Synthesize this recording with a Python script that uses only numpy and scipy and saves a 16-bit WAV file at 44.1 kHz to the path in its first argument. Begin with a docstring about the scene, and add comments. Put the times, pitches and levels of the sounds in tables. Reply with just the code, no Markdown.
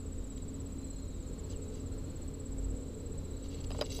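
"""By a house wall, insects sing by stridulation, drawing a scraper over a toothed file on the wing.
One near singer repeats a short falling chirp; farther ones drift in and out of step with it.
Behind them are a thin cricket chorus, a machine hum and low outdoor rumble. A dry leaf stirs
now and then, and near the end it rustles, scrapes and knocks close to the handheld camera."""
import sys
import numpy as np
from scipy import signal
from scipy.fft import rfft, irfft
from scipy.io import wavfile

SR = 44100
rng = np.random.default_rng(int(sys.argv[2]) if len(sys.argv) > 2 else 0)


def put_to_file(sound):
    """Save the sound as 16-bit audio at rate SR, in the file named by the first command-line argument."""
    columns = np.atleast_2d(sound).T  # one column per channel
    safe = np.clip(columns, -1, 1)
    whole_steps = np.round(safe * 32767)
    wavfile.write(sys.argv[1], SR, whole_steps.astype(np.int16))


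N = 176400
TIME = np.arange(N) / SR


def undb(db):
    """Amplitude grows tenfold for every 20 dB."""
    return 10 ** (np.asarray(db) / 20)

def unit(x):
    """Normalisation to rms 1."""
    return x / np.sqrt(np.mean(x ** 2))

def curve(rows, t):
    """Linear interpolation between table rows."""
    return np.interp(t, *np.array(rows).T)

def phase(hz):
    """Phase is the integral of frequency."""
    return 2 * np.pi * np.cumsum(hz) / SR

def noise(gain_at):
    """Spectral shaping of white noise, scaled to rms 1."""
    hz = np.arange(N // 2 + 1) * SR / N + 1e-3
    return unit(irfft(rfft(rng.standard_normal(N)) * gain_at(hz), N))

def band(hz, width_hz):
    """A steep resonance driven by noise."""
    return noise(lambda f: 1 / (1 + 2 * ((f - hz * hz / f) / width_hz) ** 2))

def wander(hz):
    """Low-passed noise: a smooth random fluctuation of rms 1."""
    return noise(lambda f: np.exp(-(f / hz) ** 2))

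def narrow(hz, width_hz):
    """Random quadrature modulation spreads a moving tone into a narrow band."""
    angle = phase(hz)
    return unit(wander(width_hz / 2) * np.sin(angle) + wander(width_hz / 2) * np.cos(angle))

def swell(start_s, length_s):
    """A rounded envelope: the root of a half sine."""
    return np.sqrt(np.abs(np.sin(np.pi * np.clip((TIME - start_s) / length_s, 0, 1))))

def add(out, start_s, sound):
    """Superposition of a sound at a given time."""
    i = int(round(start_s * SR))
    a, b = max(i, 0), min(i + len(sound), N)
    if b > a:
        out[a:b] += sound[a - i:b - i]

def air():
    """Broadband outdoor noise, its spectral density greatest in the bass."""
    # air spectrum: frequency_hz, relative_db
    spectrum = [(15, 1), (28, 6.5), (60, 1), (110, -1.5), (190, -6), (330, -10), (520, -14), (700, -26.5),
                (1200, -28.5), (1700, -35.5), (3000, -37), (6000, -42), (9000, -46), (12000, -48),
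                (15500, -46.5)]
    hz, db = np.array(spectrum).T
    broadband = noise(lambda f: undb(np.interp(np.log(f), np.log(hz), db)))
    return broadband * undb(-43 + .6 * wander(3))

def rumble():
    """Slow amplitude modulation swells a deep noise band and a low-middle wash."""
    # deep envelope: time_s, level_db
    deep = [(0, -54), (.35, -43.5), (.6, -54), (1.45, -42), (2.3, -56), (2.73, -30), (2.95, -61),
            (3.7, -43), (4, -42)]
    # wash envelope: time_s, level_db
    wash = [(0, -62), (1.1, -68), (1.7, -50.5), (2.05, -69), (2.75, -50), (3.4, -58), (4, -48.5)]
    return band(46.46, 4.4) * undb(curve(deep, TIME)) + band(440, 150) * undb(curve(wash, TIME))

def machine_hum():
    """Random amplitude and frequency modulation broaden a machine's spectral lines."""
    # hum lines: pitch_hz, width_hz, level_db
    lines = [(84.46, 9.6, -47.5), (270.9, 2.82, -51), (239, 22.1, -56.5), (429.5, 4.8, -63.5),
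             (581, 15.8, -72.5)]
    out = np.zeros(N)
    for hz, width, db in lines:
        amplitude = np.sqrt(2) * undb(db + 2 * wander(width))
        out += amplitude * np.sin(phase(hz + width / 2 * wander(width)))
    return out

def chorus():
    """Many distant insects sum incoherently into flickering noise bands."""
    # chorus bands: centre_hz, width_hz, level_db
    bands = [(7550, 1180, -68.5), (8170, 140, -77.5), (4040, 1500, -74)]
    return sum(undb(db + 1.8 * wander(40)) * band(hz, width) for hz, width, db in bands)

def crickets():
    """Distant crickets take turns, each trill a narrow band on a gliding centre frequency."""
    # trills: start_s, length_s, first_hz, last_hz, level_db
    trills = [(0, 0.96, 3780, 4060, -76.5), (0.759, .4, 4050, 4220, -68.5), (0.902, .55, 3850, 3870, -72.5),
              (1.151, 0.57, 4130, 4420, -72.5), (1.544, 0.44, 3860, 3990, -72),
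              (1.807, .7, 4210, 4300, -73), (2.82, 0.54, 4000, 4100, -72.5), (3.175, 0.37, 4010, 3860, -70),
              (3.316, 0.6, 4250, 4380, -68.5)]
    out = np.zeros(N)
    for start, length, first, last, db in trills:
        glide_hz = np.interp(TIME, [start, start + length], [first, last])
        out += undb(db) * swell(start, length) * narrow(glide_hz, width_hz=190)
    return out * undb(1.2 * wander(40))

def rustles():
    """Friction excites the surface resonances nearest each rub's centre; the dry leaf crackles on top."""
    # rubs: start_s, length_s, level_db, centre_hz, graininess, crackle_relative_db
    rubs = [(0.373, 0.0092, -53, 2480, .25, -12), (1.489, 0.051, -58.5, 4200, 0.23, -25),
            (1.716, 0.096, -63.5, 4170, 0.23, -25), (3.432, 0.046, -59.5, 3200, 0.42, -19),
            (3.492, 0.13, -57, 2820, 0.39, -24), (3.639, 0.012, -54.5, 3400, .25, -22),
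            (3.688, 0.31, -59.5, 3260, 0.28, -18), (3.855, 0.015, -54, 4300, 0.4, -35),
            (3.896, 0.029, -48.5, 3200, 0.21, -24), (3.915, 0.03, -50, 6000, 0.2, -20),
            (3.938, 0.051, -49, 5600, 0.18, -7.5), (3.981, 0.036, -55.5, 3820, 0.16, -9)]
    # surface resonances: centre_hz, width_hz, relative_db
    resonances = [(1100, 1000, 0), (2180, 400, -6), (2820, 380, -1.5), (3340, 400, -4), (3920, 400, 0),
                  (4680, 600, 0), (5520, 450, -7), (6150, 600, 0)]
    # brittle leaf bands: centre_hz, width_hz, relative_db
    brittle = [(9700, 2700, 6), (13800, 3300, 6)]
    focus_octaves = .85
    drift = 1 + .012 * wander(12)
    modes = [(hz, undb(db) * narrow(hz * drift, width)) for hz, width, db in resonances]
    hiss = undb(-7.5) * band(5100, 6000)
    crackle = sum(undb(db) * band(hz, width) for hz, width, db in brittle)
    crackle = unit(crackle * np.exp(.3 * wander(600)))
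    out, catches = np.zeros(N), wander(140)
    for start, length, db, centre, grain, crackle_db in rubs:
        rung = sum(mode * np.exp(-(np.log2(hz / centre) / focus_octaves) ** 2 / 2) for hz, mode in modes)
        friction = unit(rung) + hiss + undb(crackle_db) * crackle
        out += undb(db) * swell(start, length) * unit(friction * np.exp(grain * catches))
    return out

def squeak():
    """A faint tone slides down, unsteady through random frequency modulation."""
    # squeak envelope: time_s, level_db
    levels = [(1.505, -90), (1.52, -67), (1.548, -59), (1.565, -84)]
    start, end = levels[0][0], levels[-1][0]
    pitch_hz = np.interp(TIME, [start, end], [3680, 2480]) + 75 * wander(400)
    return undb(curve(levels, TIME)) * (TIME > start) * (TIME < end) * np.sin(phase(pitch_hz))

def knocks():
    """Each impact snaps, cracks, thuds and excites the damped modes of the camera body."""
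    # impacts, with relative gains: time_s, ring_db, thud_db, snap_db
    impacts = [(3.6408, -21, -38, -17), (3.7056, -11, -12, -6), (3.7166, -9, -13, -11),
               (3.748, -31, -10.5, -25), (3.790, -15, -10, -22), (3.8115, 2.5, -17.5, -8),
               (3.813, 2.5, 3, 0), (3.8215, -3, -7, -11), (3.99, -13, -13.5, -5)]
    # body modes: pitch_hz, relative_db, t60_s
    body = [(404, 0.5, 0.025), (599, 6.5, 0.041), (780, -1.5, 0.019), (977, 0.5, 0.018), (1225, -7, 0.025),
            (1830, -11.5, 0.024), (2650, -3, 0.011), (3110, -0.5, 0.01), (3830, -4, 0.021),
            (4970, -6, 0.043), (5000, -2.5, 0.018)]
    contact_s, snap_s, crack_s, thud_s, thud_below_hz = .00032, .0018, .0012, .008, 1500
    out, t = np.zeros(N), TIME[:SR // 5]
    onset = 1 - np.exp(-t / contact_s)
    bright, middle, low = band(10500, 12000), band(3000, 4200), band(860, 900)
    for at, ring_db, thud_db, snap_db in impacts:
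        part = (int(at * SR) + np.arange(len(t))) % N
        ring = np.zeros(len(t))
        for hz, db, t60 in body:
            drive = rng.choice([-1, 1]) * undb(-33 + (thud_db if hz < thud_below_hz else ring_db))
            detuned_hz = hz * (1 + .018 * rng.standard_normal())
            ring += drive * undb(db - 60 * t / t60) * np.sin(2 * np.pi * detuned_hz * t)
        snap = undb(-51 + snap_db) * bright[part] * np.exp(-t / snap_s)
        crack = undb(-35 + ring_db) * middle[part] * np.exp(-t / crack_s)
        thud = undb(-37 + thud_db) * low[part] * np.exp(-t / thud_s)
        add(out, at, snap + crack + onset * (thud + ring))
    return out

def yard(x, wet_db, t60_s=.055):
    """Reflections from wall, eaves and ground form a diffuse, exponentially decaying tail."""
    t = TIME[:SR // 2]
    tail = rng.standard_normal(len(t)) * undb(-60 * t / t60_s) * (t > .003)
    return x + undb(wet_db) * signal.fftconvolve(x, tail / np.linalg.norm(tail))[:N]

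def chirps(times, levels_db, hz, sag_hz_per_s2, rough, stretch):
    """Stridulation: each stroke's tone sags as the wing slows, roughened by the file's uneven teeth."""
    # wing stroke envelope before stretching: time_s, relative_db
    stroke = [(0, -39), (.003, -10), (.0055, -4), (.010, -3.5), (.0135, -4.5), (.017, -7.5), (.02, -10.5),
              (.025, -53)]
    lead_s, sag_start_s = .0074 * stretch, .00647
    out, t = np.zeros(N), TIME[:int(stroke[-1][0] * stretch * SR)]
    shape = np.sqrt(2) * undb(curve(stroke, t / stretch))
    sag_hz = sag_hz_per_s2 * np.maximum(t - sag_start_s, 0) ** 2
    teeth, slip = wander(520), wander(550)
    for at, db in zip(times, levels_db):
        detune_hz, extra_sag, accent_db = rng.normal(0, [22, .049, .5])
        part = (int(at * SR) + np.arange(len(t))) % N
        pitch_hz = hz + detune_hz - (1 + extra_sag) * sag_hz + 330 * rough * slip[part]
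        envelope = undb(db + accent_db) * shape * np.exp(rough * teeth[part] - rough ** 2)
        add(out, at - lead_s, envelope * np.sin(phase(pitch_hz)))
    return out

def far_singers():
    """Lower, more reverberant chirps, whose shorter periods shift them in phase against the near song."""
    # runs of chirps: start_s, end_s, period_s, pitch_hz, relative_db
    runs = [(.03, .23, .0588, 7480, -61), (.268, .62, .0574, 7480, -59), (.699, 1.76, .0583, 7480, -60),
            (.813, 1.42, .058, 7500, -60), (1.82, 2.24, .0576, 7480, -62),
            (2.457, 2.99, .0578, 7590, -59.5), (3.1, 3.98, .0592, 7440, -63)]
    out = np.zeros(N)
    for start, end, period, hz, db in runs:
        times = np.arange(start, end, period)
        out += chirps(times, np.full(len(times), db), hz, sag_hz_per_s2=2.25e6, rough=.37, stretch=1.25)
    return undb(1.5) * yard(out, wet_db=-12.5)

def near_singer():
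    """An almost periodic train of wing strokes, so close that direct sound dominates."""
    # stroke timing against an even beat: time_s, lateness_ms
    lateness = [(0, -1), (.7, -1.5), (.81, 2), (.95, -2), (1.2, -1.5), (1.31, 6), (1.47, -3), (1.8, -2.5),
                (2.16, -4.5), (2.47, -5.5), (2.6, 0.5), (2.71, 0), (2.83, 0.5), (2.93, -1.5), (3.19, -5.5),
                (3.25, 5.5), (3.38, 2), (3.85, -2)]
    # song envelope: time_s, level_db
    levels = [(0, -50.5), (.45, -47), (.75, -48.5), (.9, -45), (.97, -49.5), (1.25, -53.5), (1.52, -45.5),
              (1.9, -51), (2.3, -47.5), (2.66, -45), (2.88, -52), (3.18, -46.5), (3.26, -50.5),
              (3.48, -49.5), (3.61, -47), (4, -46)]
    first_s, period_s = .0051, .06004
    beats = np.arange(first_s, N / SR, period_s)
    times = beats + curve(lateness, beats) / 1000
    song = chirps(times, curve(levels, times), hz=7880, sag_hz_per_s2=3.1e6, rough=.13, stretch=.95)
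    return yard(song, wet_db=-33)

def scene():
    """Mid-side stereo: a weak uncorrelated side signal makes the ears differ a little."""
    mid = near_singer() + far_singers() + chorus() + crickets()
    mid += rumble() + machine_hum() + air() + rustles() + squeak() + knocks()
    side = undb(-21.5) * chorus() + undb(-35) * air() + undb(-22.5) * far_singers()
    side += undb(-29) * rustles()
    return np.array([mid + side, mid - side])

def record(dry):
    """Band limiting: the camera's steep low-pass filter cuts the highest treble."""
    return signal.sosfilt(signal.ellip(10, .2, 70, 15350, fs=SR, output="sos"), dry)

dry = scene()
out = record(dry)
put_to_file(out)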